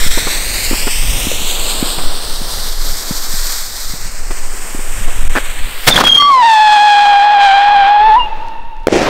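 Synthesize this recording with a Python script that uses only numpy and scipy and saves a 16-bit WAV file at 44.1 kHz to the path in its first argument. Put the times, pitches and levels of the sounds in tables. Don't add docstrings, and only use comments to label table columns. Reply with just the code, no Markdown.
import sys
import numpy as np
from scipy import signal
from scipy.fft import rfft, irfft
from scipy.io import wavfile
from scipy.ndimage import uniform_filter1d, map_coordinates

SR = 44100
rng = np.random.default_rng(int(sys.argv[2]) if len(sys.argv) > 2 else 0)


def int16_out(signal):
    q = np.round(np.clip(np.atleast_2d(signal).T, -1, 1) * 32767)
    wavfile.write(sys.argv[1], SR, q.astype(np.int16))


N = 400869
T = np.arange(N) / SR

# pitch_hz, level_db
AIR_TONE = [(80, -9), (200, 0), (500, 3.5), (1200, -0.5), (2500, -9), (4000, -12.5), (9000, -35)]
# pitch_hz, level_db
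RASP_TONE = [(300, -27), (800, 12), (1600, -2.5), (4000, -8), (6000, -62.5)]


def undb(db):
    return 10 ** (np.asarray(db) / 20)


def curve(table, column, outside=None):
    rows = np.array(table, float)
    return np.interp(T, rows[:, 0], rows[:, column], outside, outside)


def colour(x, tone):
    hz, db = np.transpose(tone)
    bin_hz = np.maximum(np.arange(N // 2 + 1) * SR / N, 1)
    shaped = irfft(rfft(x) * undb(np.interp(np.log(bin_hz), np.log(hz), db, -90, db[-1])), N)
    return shaped / shaped.std()


def wander(rate):
    width = max(int(SR / rate), 2)
    smooth = uniform_filter1d(uniform_filter1d(rng.standard_normal(N), width), width)
    return smooth / smooth.std()


def crackle(spread_db):
    return rng.standard_normal(N) * undb(spread_db * np.minimum(rng.exponential(size=N), 5.5))


def swells(table):
    return sum(undb(db) * np.cos(np.pi * np.clip((T - s) / length, -.5, .5)) ** 2
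               for s, db, length in table)


def phase(hz, wobble, rate=90):
    return 2 * np.pi * np.cumsum(hz * (1 + wobble * wander(rate))) / SR


def add_hit(out, start_s, db, hz, rise_ms, fade_ms, noise_db=-60):
    start = int(start_s * SR)
    t = np.arange(min(2000, N - start)) / SR
    shape = (1 - np.exp(-t * 1000 / rise_ms)) ** 2 * undb(-60 * t * 1000 / fade_ms)
    spray = undb(noise_db) * rng.standard_normal(2000)[:len(t)]
    out[start:start + len(t)] += undb(db) * shape * (np.sin(2 * np.pi * hz * t) + spray)


def wind():
    levels = [(0, -13, -23, -27.5), (.6, -13, -27, -30.5), (1.1, -19.5, -17.5, -29.5),
              (1.35, -27, -22.5, -30.5), (1.8, -18, -30, -27.5), (2.5, -18, -26, -32.5),
              (2.9, -16.5, -35, -33.5), (3.7, -21.5, -34.5, -38.5), (4.3, -13.5, -31, -37.5),
              (4.7, -13.5, -33, -35.5), (5.2, -14, -26, -34), (5.8, -12.5, -29.5, -37),
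              (6.1, -29, -33, -34), (6.4, -40, -52, -38.5), (6.8, -38, -58.5, -37.5),
              (7.6, -30, -51.5, -37), (7.9, -33, -40.5, -34), (8.4, -24, -41, -34.5),
              (8.8, -23.5, -47, -43.5), (9.09, -29, -23, -36)]
    gusts = [(.1, 1, 0.24), (.71, -6, 0.23), (.98, -6.5, 0.38), (1.32, -10, 0.12), (1.48, -9.5, 0.49),
             (2.07, -2, 0.34), (2.3, -10.5, 0.26), (2.58, -17, 0.035), (2.8, -10.5, 0.65),
             (3.37, -7.5, 0.59), (3.88, -9.5, 0.14), (4.27, -9, 0.16), (4.6, -27, 0.21), (5.1, -5, .4),
             (5.27, 0.5, 0.29), (5.6, -5.5, 0.25), (5.77, -8.5, .2), (6.08, -13, 0.11), (7.62, -26, 0.18),
             (8.08, -15, 0.18), (8.23, -12, 0.13), (8.38, -11.5, 0.34), (8.62, -12.5, 0.34),
             (8.77, -18, 0.18)]
    sway_tone = [(4, -23.5), (9, 2), (16, 4.5), (26, -9), (40, -34), (80, -73)]
    rumble_tone = [(20, 17.5), (35, 13.5), (60, 1.5), (120, -7), (250, -14), (600, -49)]
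    gust_gain = swells(gusts)
    swirl_hz = 12 * np.exp(0.37 * np.clip(wander(8.95), -1.5, 1.5))
    swirls = np.sin(2 * np.pi * np.cumsum(swirl_hz) / SR) * gust_gain
    sway = colour(rng.standard_normal(N), sway_tone) * undb(curve(levels, 1))
    rumble_gain = undb(curve(levels, 2)) + undb(-35) * gust_gain
    rumble = colour(rng.standard_normal(N), rumble_tone) * rumble_gain * undb(4.4 * wander(16))
    air = colour(rng.standard_normal(N), AIR_TONE) * undb(curve(levels, 3) + 1.44 * wander(9.5))
    return swirls + sway + rumble + air


def far_blasts():
    echoes = [(6.0, -13, 0.15, 0.39), (9.09, -12.5, 0.24, .5)]
    gain = sum(undb(db - 60 * np.maximum(T - s, 0) / fade) * np.clip(1 + (T - s) / rise, 0, 1) ** 2
               for s, db, rise, fade in echoes)
    return colour(rng.standard_normal(N), AIR_TONE) * gain


def far_whistle():
    echo = [(8.2, 974, -23), (8.24, 866, -24), (8.46, 900, -28), (8.7, 901, -31.5), (8.87, 902, -37.5),
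            (8.9, 885, -45)]
    harmonics = [(1, 1.5), (2, -19), (3, -14.5), (4, -25.5)]
    angle = phase(curve(echo, 1), wobble=0.01)
    tones = sum(undb(db) * (wander(90 * k) * np.sin(k * angle) + wander(90 * k) * np.cos(k * angle))
                for k, db in harmonics)
    hiss = colour(rng.standard_normal(N), RASP_TONE) * undb(np.interp(T, [8.2, 8.5, 8.9], [-8, -12, -16]))
    return (tones + hiss) * undb(curve(echo, 2, -120))


def feet():
    steps = [(.063, -3, 153, -36), (.173, -1.5, 312, -22.5), (0.268, -5, 265, -16.5),
             (0.711, 1, 296, -28.5), (0.73, 1, 280, -26), (0.869, -2.5, 273, -18.5),
             (1.019, -20.5, 151, -12.5), (1.269, 0.5, 230, -35), (1.315, -2.5, 517, -48),
             (1.418, -8.5, 207, -33.5), (1.826, 5.5, 242, -36), (1.981, -6, 144, -18),
             (2.415, -7, 198, -36), (3.109, 1, 185, -34), (3.339, -9.5, 166, -43.5),
             (3.936, -8.5, 158, -29), (4.304, -14.5, 147, -12), (4.747, -5.5, 270, -29),
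             (4.79, -10.5, 239, -21), (5.077, -12, 155, -18)]
    grit_tone = [(200, -4.5), (700, -3), (1500, -7.5), (3500, -18), (8000, -31.5)]
    soles, grit = np.zeros(N), np.zeros(N)
    for s, db, hz, grit_db in steps:
        add_hit(soles, s, db, hz, rise_ms=0.89, fade_ms=18)
        add_hit(grit, s, db + grit_db, 0, rise_ms=5.1, fade_ms=45, noise_db=19)
    scuff_s, slip_gap_s, slip_hz = 5.354, .0038, 1620
    for k, (late, size, pitch) in enumerate(rng.standard_normal(size=(9, 3))):
        s, db = scuff_s + slip_gap_s * (k + .15 * late), -2.5 + 2.2 * size
        add_hit(soles, s, db, slip_hz * (1 + .08 * pitch), rise_ms=0.02, fade_ms=8.9)
        add_hit(soles, s, db - 12, 700, rise_ms=0.038, fade_ms=7.9)
        add_hit(grit, s, db - 6, 0, rise_ms=0.086, fade_ms=21, noise_db=-2.5)
    return soles + colour(grit, grit_tone) * grit.std()


def delayed(x, ms):
    return map_coordinates(x, [np.arange(N) - ms * SR / 1000], order=3, mode="nearest")


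def fuse():
    burn = [(0, -16, 0.56, 0), (.3, -20, 0.5, 0), (.6, -20.5, 0.45, 4), (.9, -20, 0.38, 1.5),
            (1.2, -23, 0.34, 4), (1.5, -20.5, 0.29, 1.5), (1.8, -22, 0.26, 1), (2.1, -24.5, 0.23, 0),
            (2.4, -25, 0.21, 2), (3.0, -24.5, .185, 3.1), (3.3, -21, 0.18, 3), (3.9, -26, 0.18, 2.3),
            (4.1, -28, .15, -3), (4.4, -28.5, 0.14, -2.5), (4.7, -27.5, 0.13, 2.3), (5.3, -25, .11, -7.5),
            (5.6, -23.5, 0.097, -9), (5.86, -26.5, 0.083, 5), (5.9, -19, 0.16, 10)]
    hiss_tone = [(300, -27), (800, -10), (2000, -0.5), (4300, 1), (6400, -5), (8400, 2.5), (10300, -12.5),
                 (13000, -6.5), (15500, -13)]
    paving = [(.11, .85, 0.54), (.14, .85, 0.13), (.2, 0.86, .3), (.3, 0.9, 0.42), (.5, 0.7, 0.2)]
    hiss = colour(crackle(2.34) * undb(1.16 * wander(10.3) + 0.88 * wander(53)), hiss_tone)
    dull = uniform_filter1d(uniform_filter1d(hiss, size=3), size=3)
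    treble = hiss - dull
    delay_ms = curve(burn, 2)
    ms, dull_share, treble_share = np.transpose(paving)
    dull_echo = np.interp(delay_ms, ms, dull_share) * delayed(dull, delay_ms)
    treble_echo = np.interp(delay_ms, ms, treble_share) * delayed(treble, delay_ms - 0.028)
    return (dull + dull_echo + (treble + treble_echo) * undb(curve(burn, 3))) * undb(curve(burn, 1, -120))


def lift():
    blast = [(5.868, -10), (5.872, -9), (5.875, -2), (5.885, 13), (5.892, -11), (5.925, -17),
             (5.975, -10.5), (6.015, -13), (6.025, -23), (6.062, -21), (6.076, -13.5), (6.09, -22),
             (6.3, -36.5), (6.5, -39)]
    roar_tone = [(35, -42), (60, -8), (248, 4), (359, -6), (585, -4.5), (1260, -6), (1480, -3.5),
                 (2910, -8), (3420, -5), (15500, -25.5)]
    slaps = [(5.903, 3, 720), (5.978, 13, 1540), (5.99, 5, 970), (6.01, 12, 1110), (6.015, 9, 1440),
             (6.039, 7, 993), (6.068, 3, 1370), (6.073, 3, 2600), (6.08, 2, 1470), (6.109, -11, 1170),
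             (6.134, -11, 1160), (6.162, -9, 648), (6.17, -6, 1200), (6.202, -17, 258), (6.223, -1, 1240)]
    pops = np.zeros(N)
    for s, db, hz in slaps:
        add_hit(pops, s, db, hz, rise_ms=0.038, fade_ms=6.7, noise_db=-15)
    roar = colour(crackle(2.6), roar_tone) * undb(curve(blast, 1, -120) + 3.2 * wander(150))
    return roar + uniform_filter1d(pops, size=3)


def burst():
    sparks = [(8.3644, -25), (8.4692, -18), (8.485, -8), (8.6273, -26), (8.6532, -24), (8.7121, -28),
              (8.767, -18), (8.8009, -20), (8.8348, -21)]
    # start_s, level_db, pitch_factor, base_hz, rise_ms, fade_ms
    bangs = [(8.8702, 48, -0.863, 537, 0.046, 3.4), (8.8829, 43, 0.98, 520, 2, 3.1)]
    sharp_echoes = [(8.9254, 9, -0.96, 370), (8.9428, 6, 0.72, 525), (8.9666, 7, 0.85, 450),
                    (8.972, -2, 0.89, 513), (9.016, 3, 1, 350)]
    roll = [(8.872, -25), (8.89, -28), (8.93, -11), (9.0, -14.5), (9.09, -21)]
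    roll_tone = [(40, -25), (130, -11), (400, -4.5), (700, -6.5), (1200, -21.5), (2500, -16.5), (3500, -27),
                 (5500, -25.5), (8000, -32.5), (15500, -62)]
    hits = np.zeros(N)
    for s, db in sparks:
        add_hit(hits, s, db, 4000, rise_ms=0.041, fade_ms=0.51)
    for s, db, factor, hz in sharp_echoes:
        add_hit(hits, s, db, factor * hz, rise_ms=0.33, fade_ms=15)
    for s, db, factor, hz, rise_ms, fade_ms in bangs:
        add_hit(hits, s, db, factor * hz, rise_ms, fade_ms)
    return hits + colour(crackle(4), roll_tone) * undb(curve(roll, 1, -120) + 2 * wander(89))


def flame_noise(roughness, bright_db, fading_s):
    jet_tone = [(3000, 0), (5000, -5), (8400, -7.5), (10300, -25), (15000, -25)]
    rasp_db = np.interp(roughness, [0, 1], [-33.5, -15]) + 0.26 * np.clip(bright_db, -7, 0)
    rasp = colour(crackle(3.9) * undb(0.87 * wander(27)), RASP_TONE) * undb(rasp_db)
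    jet_db = -28.5 + 1.7 * roughness * np.maximum(bright_db, -7) - 14 * fading_s
    jet = colour(crackle(3.9) * undb(1.6 * wander(22)), jet_tone) * undb(jet_db)
    dull = uniform_filter1d(jet, size=4)
    return rasp + dull + (jet - dull) * undb(np.interp(T, [6.5, 8.2], [0, -14]))


def squeal(low, low_gain):
    squeals = [
        [(5.9, 3650, -34), (5.92, 3500, -1), (5.94, 3530, -22), (5.975, 3395, -11), (5.995, 3325, -28),
         (6.035, 3350, -24), (6.052, 3305, -7), (6.092, 3245, -1), (6.184, 3224, 0), (6.28, 3260, -16.5),
         (6.32, 3160, -30)],
        [(8.18, 2910, -32), (8.202, 2816, -13.5), (8.238, 2804, -17), (8.262, 2815, -27)],
    ]
    throb_hz, dip_s = 36, 6.14
    echo = np.interp(T, [6.075, 6.095, 6.19, 6.23], [0, .85, .85, 0])
    throb = np.abs(1 - echo * np.exp(2j * np.pi * throb_hz * (T - dip_s))) / (1 + echo)
    stutter_db = np.interp(T, [5.99, 6.08], [3.5, .7])
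    wobble = np.interp(T, [5.98, 6.05], [.035, .0015])
    mix_gain = low_gain * np.interp(T, [6.4, 8.1], [1, .3])
    out = np.zeros(N)
    for table in squeals:
        high = phase(curve(table, 1), wobble, rate=350)
        gain = undb(curve(table, 2, -120) + stutter_db * wander(160)) * throb
        mixed = (undb(-6) * np.sin(high + low) + undb(-9) * np.sin(high - low)
                 + undb(-14) * np.sin(high + 2 * low))
        out += gain * (np.sin(high) + undb(-24) * np.cos(2 * high) * echo + mix_gain * mixed)
    return out


def whistle():
    howl = [(6.17, 1180, 9), (6.2, 1150, -26), (6.29, 1162, -21), (6.32, 1093, -7), (6.415, 968, -5),
            (6.43, 913, -0.3), (6.46, 936, 0), (6.5, 893, 2.5), (6.58, 868, 1.7), (6.72, 840, 3.5),
            (6.87, 843, 2.5), (6.9, 821, 5), (7.09, 818.6, 2.5), (7.22, 812, 3), (7.27, 833, 1.4),
            (7.39, 824, 2), (7.41, 799, 6.5), (7.52, 789, 7), (7.71, 825, 3), (7.86, 788.5, 5.2),
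            (7.91, 832, 1.5), (7.98, 836, 0.5), (8.06, 868, -1), (8.13, 857.5, -2.5), (8.155, 888, -2.5),
            (8.17, 983, -15), (8.21, 994, -14), (8.25, 940, -6)]
    levels = [(6.16, -20), (6.18, -21), (6.2, -7.5), (6.28, -2.5), (6.5, -3), (7.8, -4), (8.17, -2),
              (8.21, -12), (8.25, -31)]
    tumble = [(6.4, 0.0019), (7.0, 0.0073), (7.2, 0.0089), (7.5, 0.0047), (8.1, 0.0057)]
    flame = [(6.18, .7), (6.2, 0), (6.28, 0.3), (6.305, .6), (6.33, 0.36), (6.41, 0.77), (6.44, 0.71),
             (7.9, .98), (7.93, 0.73), (8.13, 0.76), (8.17, 0.6)]
    harmonics = [(1, 0), (2, -13.5), (3, -18.5), (4, -18), (5, -24.5), (6, -32.5), (7, -43.5)]
    doubling = [(6.37, -28.5, 0.069), (8.05, -31, 0.25)]
    low = phase(curve(howl, 1) * (1 + curve(tumble, 1) * wander(44)), wobble=0.0072)
    low_gain = undb(curve(levels, 1, -120) + 0.57 * wander(170))
    bright_db, roughness = curve(howl, 2), curve(flame, 1)
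    fading_s = np.maximum(T - 6.8, 0)
    shake_rad = np.interp(roughness, [0, 1], [.08, .18]) * np.interp(T, [7, 7.5], [1, 1.4])
    shaky = low + shake_rad * wander(550)
    tones = -np.sin(low)
    for k, db in harmonics[1:]:
        overtone_db = db + (k / 3) ** 0.35 * bright_db - 1.23 * k * fading_s + wander(220)
        tones -= undb(overtone_db) * np.cos(k * shaky)
    noise = flame_noise(roughness, bright_db, fading_s)
    half_pitch = np.sin(low / 2) + .5 * np.sin(low * 3 / 2) + 0.43 * np.sin(low * 5 / 2)
    growl = swells(doubling) * undb(3.8 * wander(60)) * half_pitch
    return low_gain * (tones + noise) + growl + squeal(low, low_gain)


def scene():
    mix = fuse() + wind() + feet() + lift() + whistle() + far_whistle() + burst() + far_blasts()
    return np.array([mix, mix])


def record(dry):
    top_hz = 15720
    treble_cut = signal.ellip(14, .2, 95, top_hz, fs=SR, output="sos")
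    return signal.sosfilt(treble_cut, np.clip(dry, -.99, .99))


dry = scene()
out = record(dry)
int16_out(out)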